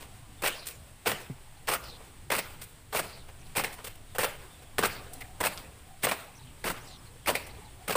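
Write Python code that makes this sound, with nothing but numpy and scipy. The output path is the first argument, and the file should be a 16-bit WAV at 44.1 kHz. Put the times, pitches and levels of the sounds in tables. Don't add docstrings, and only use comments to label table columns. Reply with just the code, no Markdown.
import sys
import numpy as np
from scipy import signal
from scipy.fft import rfft, irfft
from scipy.io import wavfile

SR = 44100
rng = np.random.default_rng(int(sys.argv[2]) if len(sys.argv) > 2 else 0)


def rack_gain(trim_db):
    fader = np.asarray(trim_db, float)
    return 10 ** (fader / 20)


def master(y):
    cut = np.clip(np.atleast_2d(y).T, -1, 1)
    pcm = np.round(cut * 32767)
    wavfile.write(sys.argv[1], SR, pcm.astype(np.int16))


N = 351036

# start_s, spread_s, one_sole_db, slab_weight_db
BEATS = [(0.427, 0.042, -28.5, -31.5), (1.063, 0.045, -33, -26.5), (1.688, 0.053, -29.5, -32.5),
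         (2.311, 0.063, -31.5, -29.5), (2.945, 0.048, -29.5, -30), (3.571, 0.035, -33.5, -29),
         (4.187, 0.04, -28, -28), (4.787, 0.086, -31, -26.5), (5.409, .058, -30, -28),
         (6.036, 0.081, -38, -27), (6.647, 0.068, -29.5, -27.5), (7.274, 0.029, -40, -28),
         (7.885, 0.06, -33.5, -29.5)]
# time_s, level_db
BUSTLE = [(0, 4.5), (.3, 1.5), (1.3, -0.5), (2, 3.5), (2.85, -1.5), (3.75, 3), (4.1, 0), (5.0, 5),
          (5.65, 4.5), (6.0, -2), (6.85, 4), (7.2, 3), (7.96, 5)]
# pitch_hz, width_hz, level_db
HEEL_MODES = [(454, 160, 0), (869, 435, 2.5), (1038, 670, 0)]
# pitch_hz, width_hz, level_db
GRIT_MODES = [(5370, 3800, -12.5), (8380, 1080, 2.5), (10560, 4160, 0.5), (11970, 2900, 1),
              (15900, 1170, 2)]


def rms_one(x):
    return x / np.sqrt(np.mean(x ** 2) + 1e-20)


def flicker(per_s):
    knots = rng.standard_normal(int(per_s * N / SR) + 2)
    return np.interp(np.arange(N) * per_s / SR, np.arange(len(knots)), knots)


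def coloured(spectrum):
    hz, level_db = np.transpose(spectrum)
    bins = np.maximum(np.arange(N // 2 + 1) * SR / N, 1)
    gain = rack_gain(np.interp(np.log(bins), np.log(hz), level_db))
    return rms_one(irfft(rfft(rng.standard_normal(N)) * gain, N))


def resonate(x, modes):
    out = 0
    both = np.stack([x + 1e-18, np.arange(len(x)) == 0])
    for k, (hz, width, level_db) in enumerate(modes):
        r = np.exp(-np.pi * width / SR)
        b = (1 - r * r) / 2 * np.array([1, 0, -1])
        a = [1, -2 * r * np.cos(2 * np.pi * hz / SR), r * r]
        out = out + (-1) ** k * rack_gain(level_db) * signal.lfilter(b, a, both)
    return out[0] / np.sqrt(np.sum(out[1] ** 2))


def grains(per_s, spread_db):
    sizes = rack_gain(spread_db * np.minimum(rng.exponential(1, N), 3.3)) * rng.choice([-1, 1], N)
    return rms_one(sizes * (rng.random(N) < per_s / SR))


def glides(bands):
    out, white = np.zeros(N), rng.standard_normal((2, N))
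    flutter = rack_gain(2.5 * flicker(per_s=90))
    lead = 2000
    for s, length, from_hz, to_hz, width, level_db in bands:
        i, count = int(s * SR), int(length * SR)
        r = np.exp(-np.pi * width / SR)
        noise = white[0, i - lead:i + count] + 1j * white[1, i - lead:i + count]
        wander = signal.lfilter([1], [1, -2 * r, r * r], noise)[lead:]
        carrier = np.exp(2j * np.pi * np.cumsum(np.linspace(from_hz, to_hz, count)) / SR)
        swell = np.hanning(count) ** 0.18 * flutter[i:i + count]
        out[i:i + count] += rack_gain(level_db) * swell * rms_one(np.real(wander * carrier))
    return out


def bustle_db():
    return np.interp(np.arange(N) / SR, *np.transpose(BUSTLE))


def air_hiss(air, busy):
    high = signal.sosfiltfilt(signal.butter(2, 910, "high", fs=SR, output="sos"), air)
    return rack_gain(-56.5 + 0.28 * busy + 1.1 * flicker(per_s=18)) * rms_one(high)


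def murk(air, busy):
    later_s, width_s, swell_db = 0.21, 0.13, 5.7
    t = np.arange(N) / SR
    swell = sum(np.exp(-((t - beat[0] - later_s) / width_s) ** 2) for beat in BEATS)
    edges, patches = np.geomspace(150, 1200, 9), 0
    for low, high in zip(edges, edges[1:]):
        band = signal.butter(2, [low, high], "band", fs=SR, output="sos")
        patches = patches + rack_gain(4.2 * flicker(per_s=13)) * signal.sosfiltfilt(band, air)
    return rack_gain(-67 + 0.98 * busy + swell_db * swell) * rms_one(patches)


def rumble(busy):
    # pitch_hz, level_db (per Hz)
    rumble_spectrum = [(7.1, -48), (12, 2.5), (25, -12), (38, -16.5), (59, -10.5), (120, -13), (232, -27.5),
                       (269, -25.5), (400, -33.5), (520, -80), (880, -120)]
    return rack_gain(-50.5 + 0.47 * busy + 1.8 * flicker(per_s=10)) * coloured(rumble_spectrum)


def background():
    # pitch_hz, level_db (per Hz)
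    air_spectrum = [(130, -31), (200, -0.5), (400, 5), (780, -3), (1100, -5), (1900, -6.5), (3300, -8.5),
                    (6200, -17), (7300, -13.5), (8300, -5.5), (9400, -12), (10300, -9.5), (11300, -22),
                    (15600, -12.5)]
    air, busy = coloured(air_spectrum), bustle_db()
    return air_hiss(air, busy) + murk(air, busy) + rumble(busy)


def murmur():
    hz, sway_hz, width_hz, level_db = 770, 60, 150, -70
    r = np.exp(-np.pi * width_hz / SR)
    wander = signal.lfilter([1], [1, -2 * r, r * r], rng.standard_normal((2, N)))
    carrier = np.exp(2j * np.pi * np.cumsum(hz + sway_hz * flicker(per_s=5)) / SR)
    drone = rms_one(np.real((wander[0] + 1j * wander[1]) * carrier))
    return rack_gain(level_db + bustle_db() + 3.3 * flicker(per_s=7)) * drone


def hoots():
    # start_s, length_s, pitch_hz, level_db
    calls = [(1.48, 0.1, 816, -71), (4.566, 0.11, 740, -64), (5.154, 0.094, 253, -58),
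             (5.251, 0.15, 754, -64), (5.856, 0.13, 753, -60), (6.267, 0.058, 770, -55),
             (6.372, 0.048, 900, -60), (6.379, 0.089, 131, -52), (7.6, 0.11, 858, -58),
             (5.571, 0.077, 900, -63), (6.42, .1, 249, -61.5), (6.842, .11, 735, -59.5),
             (7.48, .05, 833, -58), (7.567, 0.045, 427, -56), (7.781, .09, 732, -61)]
    return glides([(s, length, hz, hz, 0.13 * hz, db) for s, length, hz, db in calls])


def birds():
    whistle_width_hz, chirp_width_hz = 200, 450
    # start_s, length_s, from_hz, to_hz, level_db
    whistles = [
        (.375, .065, 3660, 3230, -63),
        (1.13, .14, 7800, 4800, -61),
        (3.4, .022, 6800, 5500, -63),
        (4.5, .09, 3650, 3480, -64),
        (4.645, .045, 3550, 3250, -64),
        (5.15, .028, 4200, 4100, -63),
        (6.79, .085, 4900, 8100, -63),
        (6.875, .07, 8100, 6100, -61),
        (6.94, .065, 6200, 5000, -65),
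        (7.212, .05, 3300, 3200, -64),
    ]
    # start_s, length_s, from_hz, to_hz, level_db
    chirps = [(3.392, .012, 5400, 6600, -63), (3.415, .02, 2400, 2600, -63), (4.08, .06, 3800, 3600, -65),
              (4.59, .02, 4000, 3900, -66), (5.065, .02, 3900, 3700, -64), (6.352, .015, 5500, 6200, -60),
              (6.367, .022, 6200, 5500, -60), (6.39, .03, 4000, 3900, -61), (6.422, .022, 4600, 3600, -59),
              (7.055, .03, 4400, 4000, -61), (7.435, .03, 5400, 5700, -62), (7.494, .022, 3600, 4800, -57),
              (7.51, .025, 3900, 4100, -62), (7.548, .02, 4300, 4100, -64), (7.565, .018, 3400, 3300, -61),
              (7.648, .028, 4400, 3700, -60), (7.676, .018, 3500, 3400, -61), (7.725, .03, 3300, 3300, -64)]
    bands = [(s, length, a, b, whistle_width_hz, db) for s, length, a, b, db in whistles]
    bands += [(s, length, a, b, chirp_width_hz, db) for s, length, a, b, db in chirps]
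    return glides(bands)


def strands(swishes):
    chance, bands = rng.random((len(swishes), 4, 2)), []
    for j, (s, length, hz, db) in enumerate(swishes):
        if length <= .08:
            continue
        for k in range(4):
            start = s + length * (k + chance[j, k, 0]) / 6
            pitch = hz * (1.12 - .07 * k - .1 * chance[j, k, 1])
            bands.append((start, length * .4, pitch, pitch * (1 - .8 * length), .07 * hz, db - 5.5))
    return bands


def cloth():
    # start_s, length_s, pitch_hz, level_db
    swishes = [(0.543, 0.12, 4780, -53), (1.565, .025, 4200, -61.5), (1.825, 0.097, 5000, -53.5),
               (1.849, 0.13, 4300, -55), (3.058, 0.18, 4770, -58), (3.456, 0.021, 4370, -58),
               (4.878, 0.13, 4750, -54.5), (5.208, 0.022, 2106, -43), (5.225, 0.033, 1910, -56),
               (6.444, 0.067, 3110, -62), (6.859, 0.12, 4200, -58), (6.843, 0.098, 5400, -60.5)]
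    wide = [(s, length, hz, hz * (1 - length), .32 * hz, db + 0.5) for s, length, hz, db in swishes]
    return glides(wide + strands(swishes))


def bump():
    start_s, from_hz, to_hz, decay_s, level_db = 1.2995, 260, 125, .014, -31
    t = np.maximum(np.arange(N) / SR - start_s, 0)
    hz = (to_hz + (from_hz - to_hz) * np.exp(-t / 0.004)) * (t > 0)
    turn = 2 * np.pi * np.cumsum(hz) / SR
    wobble = np.sin(turn) + 0.31 * np.sin(2 * turn)
    return -rack_gain(level_db) * np.exp(-(t / (2 * decay_s)) ** 2) * wobble


def pebble():
    # start_s, peak_db
    hits = [
        (5.576, -25),
        (5.5805, -28),
    ]
    ticks = np.zeros(N)
    ticks[[round(s * SR) for s, db in hits]] = rack_gain(np.array(hits)[:, 1] + 8)
    return resonate(ticks, [(3220, 990, -0.5), (5000, 710, 2), (8000, 2300, -9)])


def scuffs():
    # start_s, length_s, level_db, grit_over_heel_db
    brushes = [(0.0, 0.05, -52.5, 3), (0.654, 0.021, -52, 14), (0.667, 0.017, -50, 23),
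               (0.68, 0.038, -49, 11), (1.19, 0.047, -63, 22), (1.835, .017, -53, 4),
               (1.999, 0.027, -61.5, -18), (2.496, .02, -64, 22), (2.612, 0.021, -47, 13.5),
               (2.634, 0.015, -57.5, 24), (3.279, 0.028, -57, -7), (3.725, 0.026, -55, 16),
               (3.781, 0.025, -50.5, -11.5), (3.839, 0.031, -44.5, 9), (3.869, 0.016, -45.5, 4),
               (4.62, 0.019, -57.5, 2), (5.132, 0.011, -60.5, 42), (5.204, 0.02, -50, 7),
               (7.464, 0.017, -58, 19), (3.953, .008, -57, 12), (1.052, 0.015, -46, 0),
               (1.671, 0.013, -43, 1), (2.922, 0.03, -42.5, -2), (3.55, 0.019, -40.5, -3),
               (6.016, 0.064, -46.5, 4), (7.874, 0.018, -47, -13)]
    # pitch_hz, width_hz, level_db
    sliding_modes = [(1620, 1900, 6), (2500, 2960, 11), (4200, 3700, 3.5)]
    out, rub = np.zeros(N), grains(per_s=14000, spread_db=7) * rack_gain(1.8 * flicker(per_s=250))
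    for lean, modes in ((-.5, HEEL_MODES), (0, sliding_modes), (.5, GRIT_MODES)):
        stroke = np.zeros(N)
        for s, length, level_db, tilt_db in brushes:
            part = np.linspace(0, 1.5, max(int(1.5 * length * SR), 8))
            i = max(int(s * SR), 0)
            swell = np.minimum(part / .2, 1) * np.cos(part * np.pi / 3)
            piece = rack_gain(level_db + lean * tilt_db) * swell
            stroke[i:i + len(part)] += piece[:N - i]
        out += resonate(stroke * rub, modes)
    return out


def thuds():
    # pitch_hz, width_hz, level_db
    slab_modes = [(134, 118, -2), (223, 103, 1), (308, 190, -6)]
    late_s, late_db = .048, -2.3
    pushes = np.zeros(N)
    s, spread, level_db, weight_db = np.transpose(BEATS)
    pushes[(s * SR).astype(int)] = rack_gain(weight_db - 8.5)
    pushes[((s + late_s) * SR).astype(int)] = rack_gain(weight_db + late_db - 12.5)
    fall = np.exp(-1 / (0.032 * SR))
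    return resonate(signal.lfilter([1], [1, -fall], pushes) * rng.standard_normal(N), slab_modes)


def heel_taps():
    # start_s, peak_db, brightness_db
    taps = [(1.1175, -19, -8), (1.7015, -20, -6), (2.3195, -19, -4), (2.949, -19, -10), (3.5675, -18, -3),
            (4.1835, -21, 2), (4.1848, -24, 9), (2.3355, -18, -14), (2.3235, -18, -6), (4.2435, -17, -8),
            (4.7841, -9.5, -6), (4.8555, -15, -6), (5.4395, -20, -12), (5.462, -18, -2), (6.0355, -21, 3),
            (6.0405, -19, 3), (6.0695, -15, -20), (6.114, -16, -10), (7.2855, -14, -6)]
    s, db, bright_db = np.transpose(taps)
    at = np.round(s * SR).astype(int)
    dull, bright = np.zeros((2, N))
    dull[at] = -rack_gain(db + 9)
    bright[at] = -rack_gain(db + bright_db + 3)
    dull = signal.sosfilt(signal.butter(2, 4000, fs=SR, output="sos"), dull + 1e-18)
    return resonate(dull, [(1400, 1800, 0)]) + resonate(bright, [(8500, 4000, -6), (13500, 4000, 0)])


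def soles():
    # start_s, heel_knock_db, sole_slap_db, grit_db
    clear_soles = [(0.48, -33, -29, -38), (1.7427, -33, -34, -38), (2.9246, -34, -36, -40),
                   (2.9963, -28, -30, -35), (4.146, -40, -44, -43), (4.1492, -32, -40, -41),
                   (4.157, -39, -38, -41), (2.3878, -33, -21.5, -38), (5.473, -38, -32, -36),
                   (6.052, -34, -40, -39), (6.0885, -36, -30, -34), (7.3055, -31, -37, -38),
                   (7.3445, -37, -40, -38),
                   (0.4192, -32.5, -27, -30), (0.4347, -23, -28, -34), (0.439, -31, -29, -35),
                  (0.4495, -36, -24, -34), (0.4575, -27, -23, -36), (0.4661, -32.0, -25.5, -33.0),
                  (0.4733, -35.5, -22.5, -24), (1.6768, -31, -23.5, -36.5), (1.6823, -24.5, -24, -26),
                  (1.687, -29.5, -24, -37.5), (1.6983, -32, -26.5, -32), (1.712, -28, -23.5, -29),
                  (1.722, -31.5, -29.5, -31), (1.7336, -32.5, -21.5, -24.5), (2.9296, -32, -39, -37.5),
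                  (2.9408, -30.5, -33.0, -33), (2.9466, -23.5, -33, -35), (2.9545, -42.5, -26, -37),
                  (2.9622, -36, -23, -33), (2.9692, -32.5, -24.5, -24), (2.9883, -25, -23.5, -30.5),
                  (4.182, -21, -29, -24.5), (4.188, -35, -24.5, -42), (4.2039, -52.0, -25.0, -33),
                  (4.2109, -33, -32, -34), (4.23, -24, -23.5, -27), (4.2339, -28, -24, -33.5),
                  (4.2416, -23.5, -19.5, -23.5), (5.4021, -23, -28.5, -25.5), (5.407, -24.0, -29.5, -40),
                  (5.4284, -26, -30.5, -34.5), (5.4363, -28, -22.5, -29.5), (5.4474, -31.0, -21.5, -28),
                  (5.457, -24, -23.5, -21.5), (5.4648, -34, -24.0, -30.0), (6.6394, -30, -24.5, -35.5),
                  (6.6444, -42, -50.5, -36), (6.6553, -33, -27, -36.0), (6.6659, -26.5, -25.5, -32),
                  (6.673, -33, -25, -38), (6.6812, -37, -30, -33.5), (6.699, -27.5, -25.5, -32),
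                  (7.8772, -34, -27.5, -29), (7.881, -34, -28.0, -34), (7.894, -23, -30, -31),
                  (7.9028, -26, -20.5, -31), (7.9215, -41, -26, -29), (7.9514, -18, -29, -31.0),
                  (7.9554, -52.0, -24, -27),
                   (1.0573, -22, -23.5, -32.5), (1.0635, -30, -26.5, -34.0), (1.0691, -27.0, -18.5, -24),
                   (1.0748, -32, -25, -32), (1.088, -32, -33, -36), (1.092, -26.5, -33.0, -36),
                   (1.1, -39, -31, -36), (1.114, -29, -23, -32), (2.3005, -23.5, -22.5, -30),
                   (2.313, -28, -25, -31.5), (2.3157, -28, -27, -23.5), (2.3198, -26, -20.5, -52.0),
                   (2.3324, -24, -24.5, -33), (2.348, -36, -21.5, -28), (2.3601, -39, -31, -29),
                   (2.3813, -25, -27.5, -23.5), (3.5579, -28.5, -25.5, -29), (3.5649, -27.5, -22.5, -21.5),
                   (3.5753, -30, -27, -33), (3.579, -33, -23, -35), (3.5895, -32, -29, -32),
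                   (3.5945, -28.5, -27.0, -37.5), (3.6355, -28.5, -22.5, -27.5), (3.6423, -27, -21, -32.0),
                   (4.7806, -25.5, -29, -24), (4.7866, -22.5, -23.5, -32), (4.8086, -52.0, -35, -41),
                   (4.825, -23.5, -26, -37.0), (4.8323, -22, -21, -30.5), (4.8385, -52.0, -23.5, -34.0),
                   (4.8465, -52.0, -19.5, -32.5), (4.8528, -18.5, -24.5, -21.5), (6.0303, -39, -25, -24.5),
                   (6.0355, -28.5, -21.5, -23.5), (6.0421, -31, -21, -27.0), (6.0472, -28.5, -28, -29),
                   (6.0676, -21, -29, -52.0), (6.0827, -32, -28.5, -30), (6.1117, -29.5, -21.5, -28),
                   (6.1168, -23, -34, -47.0), (7.258, -38, -28.5, -36), (7.27, -30.5, -21.5, -28),
                   (7.274, -31, -38.5, -31), (7.277, -25, -22.5, -31), (7.283, -27.5, -23, -31),
                   (7.2894, -21, -27, -32.5), (7.2969, -29, -27.0, -30), (7.3506, -26.5, -18, -26)]
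    # start_s, pitch_hz
    known_rings = [(.45, 2860), (.4747, 2760), (1.0713, 1400), (1.6825, 1900), (2.3183, 1400),
                   (2.3838, 2500), (2.9612, 2270), (3.5643, 2500), (3.6405, 2150), (4.2318, 2340),
                   (4.2416, 1850), (4.7819, 1260), (4.833, 1510), (4.853, 2270), (5.4578, 2560),
                   (6.033, 2150), (6.0436, 1800), (6.1104, 2330), (7.271, 1280), (7.2805, 1270),
                   (7.3523, 2150), (7.905, 1550)]
    squad, low_hz, high_hz = [], 1260, 2773
    for s, spread, level_db, weight_db in BEATS:
        for k in range(5):
            start = s + spread * (k + rng.random() / 2) / 4.5
            squad.append((start, level_db - 7, level_db - 4.5, level_db - 6.5))
    rows = squad + clear_soles
    own_hz = low_hz * (high_hz / low_hz) ** rng.random(len(rows))
    for s, hz in known_rings:
        nearest = np.argmin([abs(row[0] - s) for row in rows[::-1]])
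        own_hz[-1 - nearest] = hz
    return [(*row, hz) for row, hz in zip(rows, own_hz)]


def landings():
    # pitch_hz, width_hz, level_db
    sole_modes = [(1410, 70, -10.5), (2150, 920, 2.5), (2740, 630, 3), (4300, 2260, -6.5)]
    rise_s, decay_s = (.0012, .0018, .003), (0.0064, 0.0081, 0.0073)
    gain_db, crack_db = (-1.34, -8, -1.1), (12.5, 9, 7)
    own_width_hz, own_db, late_s = 210, -9, .0015
    out, t = np.zeros(N + SR), np.arange(SR // 16) / SR
    rush, rub = grains(per_s=9000, spread_db=3), rng.standard_normal((3, N))
    clumps = rack_gain(1.8 * flicker(per_s=700))
    smooth = np.array([[.3], [.3], [.5]])
    contact = clumps * (np.sqrt(1 - smooth) * rush + np.sqrt(smooth) * rub)
    contact = np.pad(contact, ((0, 0), (0, SR)))
    for s, *level_db, own_hz in soles():
        i = round((s + late_s) * SR)
        span = slice(i, i + len(t))
        for k, modes in enumerate((HEEL_MODES, sole_modes, GRIT_MODES)):
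            stroke = np.sqrt(1 - np.exp(-t / rise_s[k])) * np.exp(-t / decay_s[k])
            force = stroke * contact[k, span] - rack_gain(crack_db[k]) * (t == 0)
            out[span] += rack_gain(level_db[k] + gain_db[k]) * resonate(force, modes)
        slap = np.exp(-t / decay_s[1]) * contact[1, i - len(t):i]
        out[span] += rack_gain(level_db[1] + own_db) * resonate(slap, [(own_hz, own_width_hz, 0)])
    no_bass = signal.butter(2, 330, "high", fs=SR, output="sos")
    return signal.sosfilt(no_bass, out[:N])


def yard(x):
    # pitch_hz, t60_s, level_db
    tail = [(314, 0.58, -23), (1100, 0.48, -19), (2500, 0.45, -18.5), (5000, 0.46, -19),
            (6600, 0.45, -22.5), (8500, 0.47, -21), (11600, 0.45, -22.5), (14400, 0.49, -23)]
    far_t60_s, far_db = 0.77, -5.5
    returns_db, shared_db, own_db, arrival_s = -23.5, 2, 3, 0.0033
    step, out = 32, 0
    t, edges = np.arange(SR // step) * step / SR, np.geomspace(130, 16500, 33)
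    hz, t60, level_db = np.transpose(tail)
    white, shared = rng.standard_normal((2, N)), flicker(per_s=45)
    build_up = np.clip(t / arrival_s, 0, 1) ** 2
    for k, (low, high) in enumerate(zip(edges, edges[1:])):
        band = signal.butter(2, [low, high], "band", fs=SR, output="sos")
        place = np.log(low * high) / 2
        near = rack_gain(-120 * t / np.interp(place, np.log(hz), t60))
        far = rack_gain(2 * far_db - 120 * t / far_t60_s)
        energy = np.add.reduceat(signal.sosfilt(band, x + 1e-18) ** 2, np.arange(0, N, step))
        power = signal.fftconvolve(energy, (near + far) * build_up)[:len(energy)]
        envelope = np.interp(np.arange(N) / step, np.arange(len(power)), np.sqrt(np.abs(power)))
        uneven_db = shared_db * shared + own_db * flicker(per_s=30)
        gain = rack_gain(np.interp(place, np.log(hz), level_db) + returns_db + uneven_db)
        out = out + gain * envelope * rms_one(signal.sosfilt(band, white[k % 2]))
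    return out


def scene():
    around = background() + murmur() + hoots() + birds() + cloth() + bump()
    feet = pebble() + scuffs() + thuds() + heel_taps() + landings()
    return (around + feet + yard(feet))[None]


def low_pass(x):
    return signal.sosfilt(signal.butter(12, 16830, fs=SR, output="sos"), x)


def record(dry):
    steep = signal.ellip(12, .5, 60, 15440, fs=SR, output="sos")
    return low_pass(signal.sosfilt(steep, dry))


dry = scene()
out = record(dry)
master(out)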